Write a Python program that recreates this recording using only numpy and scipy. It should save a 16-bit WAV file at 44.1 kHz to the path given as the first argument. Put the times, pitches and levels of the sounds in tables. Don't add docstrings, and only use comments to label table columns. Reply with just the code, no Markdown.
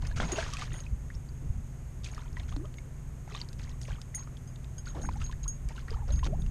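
import sys
import numpy as np
from scipy import signal
from scipy.fft import rfft, irfft
from scipy.io import wavfile
from scipy.ndimage import uniform_filter1d

SR = 44100
rng = np.random.default_rng(int(sys.argv[2]) if len(sys.argv) > 2 else 0)


def log_audio(samples):
    frames = np.atleast_2d(samples).T
    limited = np.clip(frames, -1, 1)
    pcm = np.round(limited * 32767).astype(np.int16)
    wavfile.write(sys.argv[1], SR, pcm)


N = 286650

# t/s, length/s, level/dB before the tone filter, middle bubble f/Hz
FLIPS = [(0.01, 0.092, -43.5, 1730), (0.158, 0.047, -33.5, 2300), (0.198, 0.069, -32, 1354),
         (0.278, 0.07, -35, 1570), (0.317, 0.041, -37.5, 710), (0.356, 0.1, -30, 1880),
         (0.461, 0.14, -40, 2770), (0.541, 0.017, -42, 3440), (0.581, 0.031, -35, 2010),
         (0.613, 0.034, -35, 2460), (0.646, 0.044, -44, 1980), (0.702, 0.12, -44, 1800),
         (2.032, 0.05, -39, 3460), (2.087, 0.15, -47, 1690), (2.355, 0.074, -48, 1910),
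         (2.478, 0.023, -43, 2700), (2.512, 0.03, -45.5, 1510), (3.273, 0.095, -44, 1550),
         (3.338, 0.046, -41, 2440), (3.39, 0.046, -45.5, 3070), (3.58, 0.11, -46.5, 3020),
         (3.806, 0.079, -46, 4240), (3.872, 0.071, -42.5, 2010), (4.161, 0.061, -46.5, 1910),
         (4.852, 0.056, -43.5, 2820), (4.941, 0.069, -39.5, 587), (5.011, 0.22, -51, 3000),
         (5.197, 0.038, -41.5, 2180), (5.686, 0.037, -42.5, 1330), (5.75, 0.06, -45.5, 2170),
         (5.872, 0.076, -44.5, 1540), (6.071, 0.062, -42, 1180), (6.232, 0.018, -39, 2960),
         (6.252, 0.0068, -33, 2740), (6.262, 0.011, -32, 2050)]
RING_T60_S, RING_HZ, RING_SLOPE = 0.043, 990, 0.63
PIP_CYCLES, PIP_RISE = 25, .27
TICK_T60_S = .012


def undb(db):
    return 10 ** (np.asarray(db) / 20)


def level(x, db):
    return x * undb(db) / np.sqrt(np.mean(x ** 2) + 1e-20)


def clock(length):
    return np.arange(max(int(length * SR), 8)) / SR


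def add(out, start, x):
    i = max(int(start * SR), 0)
    out[i:i + len(x)] += x[:max(len(out) - i, 0)]


def fade(t, t60):
    return np.exp(-np.log(1000) * t / t60)


def colour(x, points):
    hz, db = np.transpose(points)
    f = np.maximum(np.arange(len(x) // 2 + 1) * SR / len(x), 1)
    return irfft(rfft(x) * undb(np.interp(np.log(f), np.log(hz), db)), len(x))


def resonate(x, hz, width_hz):
    hz = min(hz, SR / 3)
    return signal.lfilter(*signal.iirpeak(hz, hz / min(width_hz, SR / 3), fs=SR), x)


def walk(rate):
    turns = rng.standard_normal(8192)
    return level(np.interp(np.arange(N) / SR * rate, np.arange(len(turns)), turns), 0)


def bubble(hz, t60, rise, onset):
    t = clock(t60)
    phase = 2 * np.pi * hz * (t + rise * t ** 2 / (2 * t60))
    return np.sin(phase) * fade(t, t60) * (1 - np.exp(-t * hz / onset))


def tick(hz, width):
    t = clock(.03)
    burst = resonate(rng.standard_normal(len(t)) * fade(t, TICK_T60_S), hz, width * hz)
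    burst = signal.lfilter([1, 1], 1, burst)
    return burst / np.abs(burst).max()


def metal_tones(table, t):
    shifts = 1 + 0.002 * rng.standard_normal(len(table))
    return sum(undb(db) * np.sin(2 * np.pi * hz * shift * t) * fade(t, t60)
               for (hz, db, t60), shift in zip(table, shifts))


def air(hiss_db=-54, housing_db=-68):
    # f/Hz, gain/dB
    hiss_tone = [(60, 6.5), (170, 4), (300, 0), (500, -4.5), (1000, -10), (2000, -13.7), (3000, -20.5),
                 (4000, -25.7), (5700, -26.2), (7300, -18.5), (9300, -21.5), (10300, -28.5), (13000, -25),
                 (14500, -84)]
    hiss = colour(rng.standard_normal(N), hiss_tone)
    housing_ring = resonate(rng.standard_normal(N), hz=6545, width_hz=240)
    return level(hiss, hiss_db) + level(housing_ring, housing_db)


def motor():
    # f/Hz, level/dB
    drone_tones = [(58.5, -50.5), (87, -52), (123.8, -47.5), (144, -50), (173, -60.5), (229, -64.5),
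                   (247.6, -63), (371, -72)]
    out = np.zeros(N)
    for hz, db in drone_tones:
        wavering_hz = hz * (1 + .004 * walk(rate=6))
        phase = 2 * np.pi * (np.cumsum(wavering_hz) / SR + rng.random())
        out += level(np.sin(phase) * undb(1.6 * walk(rate=7)), db)
    return out


def wind(gust_s=0.027):
    # f/Hz, gain/dB
    rumble_tone = [(15, 3.5), (25, 1), (37, 3), (58, 0), (100, -9), (150, -17), (220, -25.5), (320, -40.5),
                   (600, -92), (2000, -110)]
    # t/s, level/dB
    breeze_curve = [(0, -33.5), (.35, -37.5), (1.3, -43.5), (2.0, -43), (2.5, -36.5), (2.8, -44.5),
                    (3.8, -41), (4.15, -46), (4.6, -45), (5.1, -36.5), (5.85, -38.5), (6.15, -30.5),
                    (6.5, -28)]
    # t/s, level/dB
    gust_peaks = [(.215, -29.5), (.71, -32), (0.935, -29.5), (1.17, -34.5), (1.493, -26.5), (1.581, -30),
                  (2.56, -31.5), (3.93, -31.5), (5.07, -33.5), (5.213, -31.5), (5.46, -32), (5.656, -29),
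                  (5.939, -28.5), (6.129, -23), (6.26, -29)]
    t = np.arange(N) / SR
    swirls = colour(rng.standard_normal(N), rumble_tone)
    swirls = signal.sosfilt(signal.butter(2, 20, "high", fs=SR, output="sos"), swirls)
    swirls /= np.sqrt(uniform_filter1d(swirls ** 2, size=3000))
    breeze = undb(np.interp(t, *np.transpose(breeze_curve)) + 1.3 * walk(rate=12))
    gusts = sum(undb(db) * np.exp(-((t - peak) / gust_s) ** 2) for peak, db in gust_peaks)
    return swirls * np.hypot(breeze, gusts)


def tinks(contact_s=0.00006, bloom_s=0.0031, click_db=2, bounces=14):
    # t/s, level/dB, main f/Hz, t60/s, upper tones/dB, lower tones/dB, rattle/s, rattle/dB
    taps = [(0.068, -42, 6370, 0.022, -22, -30, 0.028, -3), (0.25, -48, 6600, .06, -29, -30, .025, 10),
            (0.3193, -27.5, 6650, 0.065, -22.5, -22, .04, -7.5),
            (0.732, -41, 6590, 0.034, -17, -27, 0.054, 2.5),
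            (0.8045, -37.5, 6530, 0.026, -26, -23, .02, -6), (2.044, -45, 6500, 0.045, -20, -30, .03, -16),
            (2.115, -45, 6580, 0.043, -23, -30, 0.017, -5), (2.488, -53.5, 6610, 0.069, -17, -30, 0.031, 2),
            (2.771, -52, 6520, 0.072, -27, -30, .015, -3), (3.818, -54, 6570, 0.091, -15, -30, 0.034, 6),
            (4.148, -33, 6510, 0.098, -9.5, -38, 0.014, -1), (4.18, -42, 6550, 0.14, -35, -38, 0.036, 2.5),
            (4.474, -52.5, 6430, 0.068, -18, -8, .02, -1), (4.782, -37.5, 6530, 0.082, -23, -12, 0.012, -9),
            (4.861, -54.5, 6550, 0.089, -32, -30, 0.045, 11.5),
            (5.016, -46.5, 6526, 0.11, -18, -26, .05, 8), (5.127, -58, 6500, .06, -12, -6, 0.013, 3),
            (5.2413, -39.5, 6560, 0.16, -27, -19, 0.022, -3),
            (5.432, -39.5, 6570, 0.055, -31, -20, 0.0097, -3),
            (5.4795, -29, 6584, 0.17, -18, -22.5, 0.024, -16),
            (6.122, -41, 6510, 0.12, -19.5, -13, 0.071, -0.5), (6.398, -54, 6490, 0.25, -15, -30, .03, 1.5)]
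    # f/Hz, relative level/dB, t60/s
    upper_tones = [(6830, 8, 0.04), (6960, 2, 0.035), (9080, 9, 0.055), (9180, 12.5, 0.047),
                   (9480, -2, 0.03), (12030, -8, 0.065), (12720, -10, 0.06)]
    lower_tones = [(1510, -4, 0.075), (2980, -11, 0.06), (3230, -6, 0.06), (4860, -7, 0.07),
                   (5040, -3.5, 0.07)]
    out, t = np.zeros(N), clock(.5)
    for start, db, hz, t60, upper_db, lower_db, rattle_s, rattle_db in taps:
        ring = np.sin(2 * np.pi * hz * t) * fade(t, t60)
        ring += undb(upper_db) * metal_tones(upper_tones, t) * (1 - np.exp(-t / bloom_s))
        ring += undb(lower_db) * metal_tones(lower_tones, t)
        add(ring, 0, undb(upper_db + click_db) * tick(hz=7200, width=0.38))
        ring *= undb(db) * (1 - np.exp(-t / contact_s))
        add(out, start, ring)
        for delay in (np.arange(bounces) + rng.random(bounces)) / bounces:
            add(out, start + delay * rattle_s, undb(rattle_db) / np.sqrt(bounces) * ring)
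    return out


def sloshes(width=0.57):
    # t/s, length/s, level/dB, f/Hz
    shoves = [(0.0, 0.092, -44.5, 134), (0.15, 0.15, -38, 145), (1.401, 0.089, -48, 183),
              (4.937, 0.29, -49, 203), (6.219, 0.27, -40, 123), (6.232, 0.1, -49.5, 330)]
    out = np.zeros(N)
    for start, length, db, hz in shoves:
        t = clock(length)
        body = resonate(rng.standard_normal(SR), hz, width * hz)
        body = resonate(body, hz, width * hz)[-len(t):]
        add(out, start, level(body * np.sin(np.pi * t / t[-1]), db))
    return out


def hull(x, scatter_db=-8, t60=.028):
    t = clock(t60)
    echoes = rng.standard_normal(len(t)) * fade(t, t60) * (t > .001)
    echoes /= np.sqrt(np.sum(echoes ** 2))
    return x + undb(scatter_db) * signal.fftconvolve(x, echoes)[:N]


def trickle(per_s=70, middle_hz=1350, spread_octaves=0.43, typical_db=-55, settle_s=.11):
    out = np.zeros(N)
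    mean_db = np.mean([row[2] for row in FLIPS])
    for start, length, db, _ in FLIPS:
        delays, chance = rng.random(40), rng.standard_normal((40, 2))
        for delay, (pitch, loud) in zip(delays[:int(per_s * length)], chance):
            hz = np.clip(middle_hz * 2 ** (spread_octaves * pitch), 500, 3000)
            t60 = 1.4 * RING_T60_S * (RING_HZ / hz) ** RING_SLOPE
            gain = undb(typical_db + 0.7 * (db - mean_db) + 4 * min(loud, 2))
            add(out, start + length / 2 + settle_s * delay, gain * bubble(hz, t60, rise=.3, onset=1.3))
    return out


def patter(per_s=110, middle_hz=3300, spread_octaves=0.43, typical_db=-45):
    out = np.zeros(N)
    mean_db = np.mean([row[2] for row in FLIPS])
    for start, length, db, _ in FLIPS:
        delays, chance = rng.random(40), rng.standard_normal((40, 2))
        for delay, (pitch, loud) in zip(delays[:int(per_s * length)], chance):
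            hz = np.clip(middle_hz * 2 ** (spread_octaves * pitch), 1200, 6000)
            spatter = bubble(hz, PIP_CYCLES / hz, PIP_RISE, onset=1.6)
            gain = undb(typical_db + 0.41 * (db - mean_db) + 3 * min(loud, 2))
            add(out, start + 1.3 * length * delay, gain * spatter)
    return out


def drops():
    # t/s, tick level/dB, pip level/dB, f/Hz (levels before the tone filter)
    landings = [(0.022, -36, -54, 4630), (0.071, -29.5, -43, 5040), (0.114, -41, -55, 3240),
                (0.171, -33, -49, 4500), (0.3218, -27.5, -42, 3730), (0.536, -21, -37, 4060),
                (0.569, -27, -38, 2420), (0.613, -27.5, -35.5, 2030), (0.802, -43, -45, 2730),
                (1.143, -46, -63, 4200), (2.044, -31, -40, 3700), (2.049, -38, -48, 3300),
                (2.087, -38, -44, 2670), (2.147, -36, -46, 5230), (2.329, -44, -48, 5300),
                (2.398, -35, -40, 3540), (2.564, -35.5, -39, 4050), (2.655, -43, -53, 2940),
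                (2.741, -39, -65, 2640), (2.785, -39, -61, 2970), (3.401, -48, -38, 2860),
                (3.3485, -41, -30.5, 3430), (3.364, -47, -34, 3720), (3.376, -42, -39, 2900),
                (3.415, -37, -24, 4310), (3.488, -36, -54, 4850), (3.53, -36.5, -61, 4800),
                (3.595, -35, -51, 1800), (3.695, -41, -41, 3280), (3.815, -32, -51, 5560),
                (3.929, -52, -42, 3000), (4.016, -28.5, -39, 5640), (4.37, -42, -45, 3150),
                (4.559, -42.5, -48.5, 3400), (4.644, -41.5, -44, 3550), (5.031, -54, -38, 5600),
                (5.091, -37, -40, 2270), (5.217, -39, -34, 2630), (5.264, -39, -42, 3900),
                (5.314, -35, -53, 3670), (5.324, -39, -49, 3560), (5.441, -35, -54, 3440),
                (5.688, -30.5, -46, 7140), (5.761, -43, -44, 3580), (5.778, -43, -46, 2670),
                (5.906, -36, -33, 4760), (5.939, -43, -43, 4640), (6.16, -42, -41, 4600),
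                (6.192, -38, -57, 2820), (6.244, -27.5, -35, 3530), (6.42, -42, -48, 3400),
                (6.463, -40, -40.5, 2620)]
    out = np.zeros(N)
    for start, tick_db, pip_db, hz in landings:
        pip = bubble(hz, PIP_CYCLES / hz, PIP_RISE, onset=2)
        add(out, start, undb(tick_db) * tick(hz, width=0.7))
        add(out, start, undb(pip_db) * pip / np.abs(pip).max())
    return colour(out, [(300, 0), (8000, -5), (11000, -9.5), (14000, -18)])


def plinks(snap_db=-9):
    # t/s, f/Hz, level/dB before the tone filter, rise as a share of the pitch
    big_bubbles = [(0.026, 940, -44, 0.43), (0.053, 1740, -38.5, .2), (0.1135, 1600, -38, .27),
                   (0.173, 1320, -34, 0.17), (0.205, 3280, -28.5, 0.19), (0.219, 517, -36, .3),
                   (0.23, 1320, -33, 0.26), (0.236, 2060, -34, .2), (0.36, 2670, -32, 0.3),
                   (0.3838, 638, -23.5, 0.14), (0.388, 1510, -26, 0.5), (0.427, 1620, -31.5, .2),
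                   (0.463, 1164, -36, 0.24), (0.621, 1174, -29, 0.14), (0.706, 2750, -45, .2),
                   (0.719, 1850, -41, 0.18), (0.741, 1940, -40.5, 0.24), (0.865, 2450, -41, 0.14),
                   (1.102, 1704, -38.5, 0.88), (1.151, 5300, -44, 0.26), (1.289, 4550, -49.5, .15),
                   (2.046, 3450, -44, 0.18), (2.06, 2400, -39, 0.18), (2.179, 1220, -34.5, 0.26),
                   (2.222, 1460, -49, .3), (2.369, 1895, -33, 0.14), (2.371, 970, -42.5, 0.33),
                   (2.406, 1750, -47, 0.67), (2.525, 1180, -40.5, 0.33), (2.784, 2125, -40, 0.27),
                   (3.3485, 1080, -35, 0.36), (3.35, 2480, -40.5, .2), (3.907, 1520, -41.5, 0.39),
                   (3.984, 1190, -44, .25), (4.144, 1900, -38.5, 0.7), (4.274, 1200, -42, 0.37),
                   (4.871, 1355, -37.5, 0.69), (5.295, 1015, -39, 0.1), (5.328, 1570, -40, 0.97),
                   (5.883, 1800, -38.5, 0.34), (5.915, 433, -35.5, 0.11), (6.091, 540, -38.5, 0.24),
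                   (6.193, 1830, -43, 0.48), (6.23, 977, -30.5, 0.38)]
    out = np.zeros(N)
    for start, hz, db, rise in big_bubbles:
        t60 = RING_T60_S * (RING_HZ / hz) ** RING_SLOPE
        add(out, start, undb(db) * bubble(hz, t60, rise, onset=0.31))
        add(out, start, undb(db + snap_db) * tick(hz, width=0.55))
    return colour(out, [(5500, 0), (8000, -8), (12000, -18)])


def gulps():
    # t/s, length/s, start f/Hz, end f/Hz, level/dB, place of the peak from 0 to 1
    pockets = [(0.319, 0.027, 365, 390, -32, 0.23), (0.511, 0.055, 1063, 1250, -42.5, 0.5),
               (2.562, 0.055, 278, 310, -38, 0.06), (2.588, 0.097, 301, 558, -41.5, 0),
               (2.637, 0.032, 1040, 1400, -49, 0.4), (2.635, 0.036, 527, 730, -48.5, 0.56),
               (5.03, 0.022, 690, 840, -43.5, .5), (5.04, 0.022, 860, 2620, -42, 0.61),
               (5.149, 0.032, 726, 1030, -43.5, 0.43), (5.199, 0.048, 1197, 1750, -47, 0.37),
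               (5.456, 0.024, 970, 2200, -45.5, 0), (5.778, 0.02, 1250, 1810, -43.5, 0.16),
               (5.922, 0.0305, 715, 1410, -44, 0.65), (5.953, 0.041, 690, 1510, -47, 0.27),
               (5.985, 0.035, 757, 1210, -49, 0.05), (6.002, 0.057, 950, 724, -49.5, 0.46),
               (6.272, 0.057, 338, 490, -45, 0.52), (6.316, 0.044, 513, 1060, -39, 0.51),
               (6.378, 0.032, 653, 900, -53, 0.5)]
    out, flutter, wobble = np.zeros(N), walk(rate=300), walk(rate=450)
    for start, length, start_hz, end_hz, db, peak in pockets:
        progress = clock(length) / length
        steps = (start * SR + np.arange(len(progress)) * start_hz / RING_HZ).astype(int) % N
        hz = start_hz + (end_hz - start_hz) * progress ** 1.6
        hz *= 1 + .06 * start_hz / RING_HZ * wobble[steps]
        tone = np.sin(2 * np.pi * np.cumsum(hz) / SR)
        skewed = np.interp(progress, [0, np.clip(peak, .05, .9), 1], [0, .5, 1])
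        swell = np.sin(np.pi * skewed) ** 2
        add(out, start, undb(db) * swell * np.exp(.3 * flutter[steps]) * tone)
    return out


def slaps():
    # t/s, f/Hz, level/dB before the swell and fade, t60/s
    smacks = [(0.2011, 720, -9, 0.0066), (0.2011, 1420, -7.5, 0.0049), (0.3215, 650, -22, 0.008),
              (2.564, 905, -9.5, 0.0017), (3.277, 750, -30, 0.012), (3.884, 523, -30, 0.015),
              (4.953, 472, -28, 0.013), (4.969, 905, -35, 0.0097), (5.0893, 935, -17, 0.012),
              (6.093, 800, -30, 0.0042), (6.264, 695, -12.5, 0.0033)]
    out = np.zeros(N)
    for start, hz, db, t60 in smacks:
        add(out, start, undb(db) * bubble(hz, t60, rise=0.17, onset=0.93))
    return out


def splashes(bubbles_per_s=2200, spread_octaves=0.846, scatter_db=5, ring_cycles=14):
    # f/Hz, gain/dB
    splash_tone = [(150, -5), (350, -3.5), (1500, -14), (4000, -15.5), (6000, -12.5), (6550, -7.5),
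                   (7100, -16.5), (8500, -19), (10500, -24.5), (14000, -51)]
    out = np.zeros(N)
    loudest_db = max(row[2] for row in FLIPS)
    crackle = rng.standard_normal(N) * undb(walk(rate=450))
    for start, length, db, middle_hz in FLIPS:
        chance, delays = rng.standard_normal((1200, 3)), rng.random(1200)
        t = clock(2 * length)
        cloud = np.zeros(len(t))
        force_db = db - loudest_db
        count = int(2 * length * bubbles_per_s * undb(0.88 * force_db))
        for delay, (pitch, life, loud) in zip(delays[:count], chance):
            hz = np.clip(middle_hz * 2 ** (spread_octaves * pitch), 250, 8000)
            t60 = ring_cycles * np.exp(.4 * life) / hz
            gain = undb(scatter_db * min(loud, 1)) * np.sqrt(hz / middle_hz)
            add(cloud, 2 * delay * length, gain * bubble(hz, t60, rise=.22, onset=1.1))
        spray = resonate(crackle[int(start * SR):][:len(t)], middle_hz, width_hz=1.86 * middle_hz)
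        splash = level(cloud, 0)
        add(splash, 0, level(spray, 0.5 + 0.5 * force_db))
        surge = (1 - np.exp(-t / (0.16 * length))) * np.exp(-(t / length) ** 2.13)
        add(out, start, level(splash * surge, db))
    return colour(out, splash_tone)


def scene():
    drips = hull(trickle() + patter() + plinks() + drops())
    water = splashes() + slaps() + sloshes() + drips + gulps()
    return (water + tinks() + wind() + motor() + air())[None]


def record(dry):
    return signal.sosfilt(signal.ellip(8, .2, 80, 14300, fs=SR, output="sos"), dry)


dry = scene()
out = record(dry)
log_audio(out)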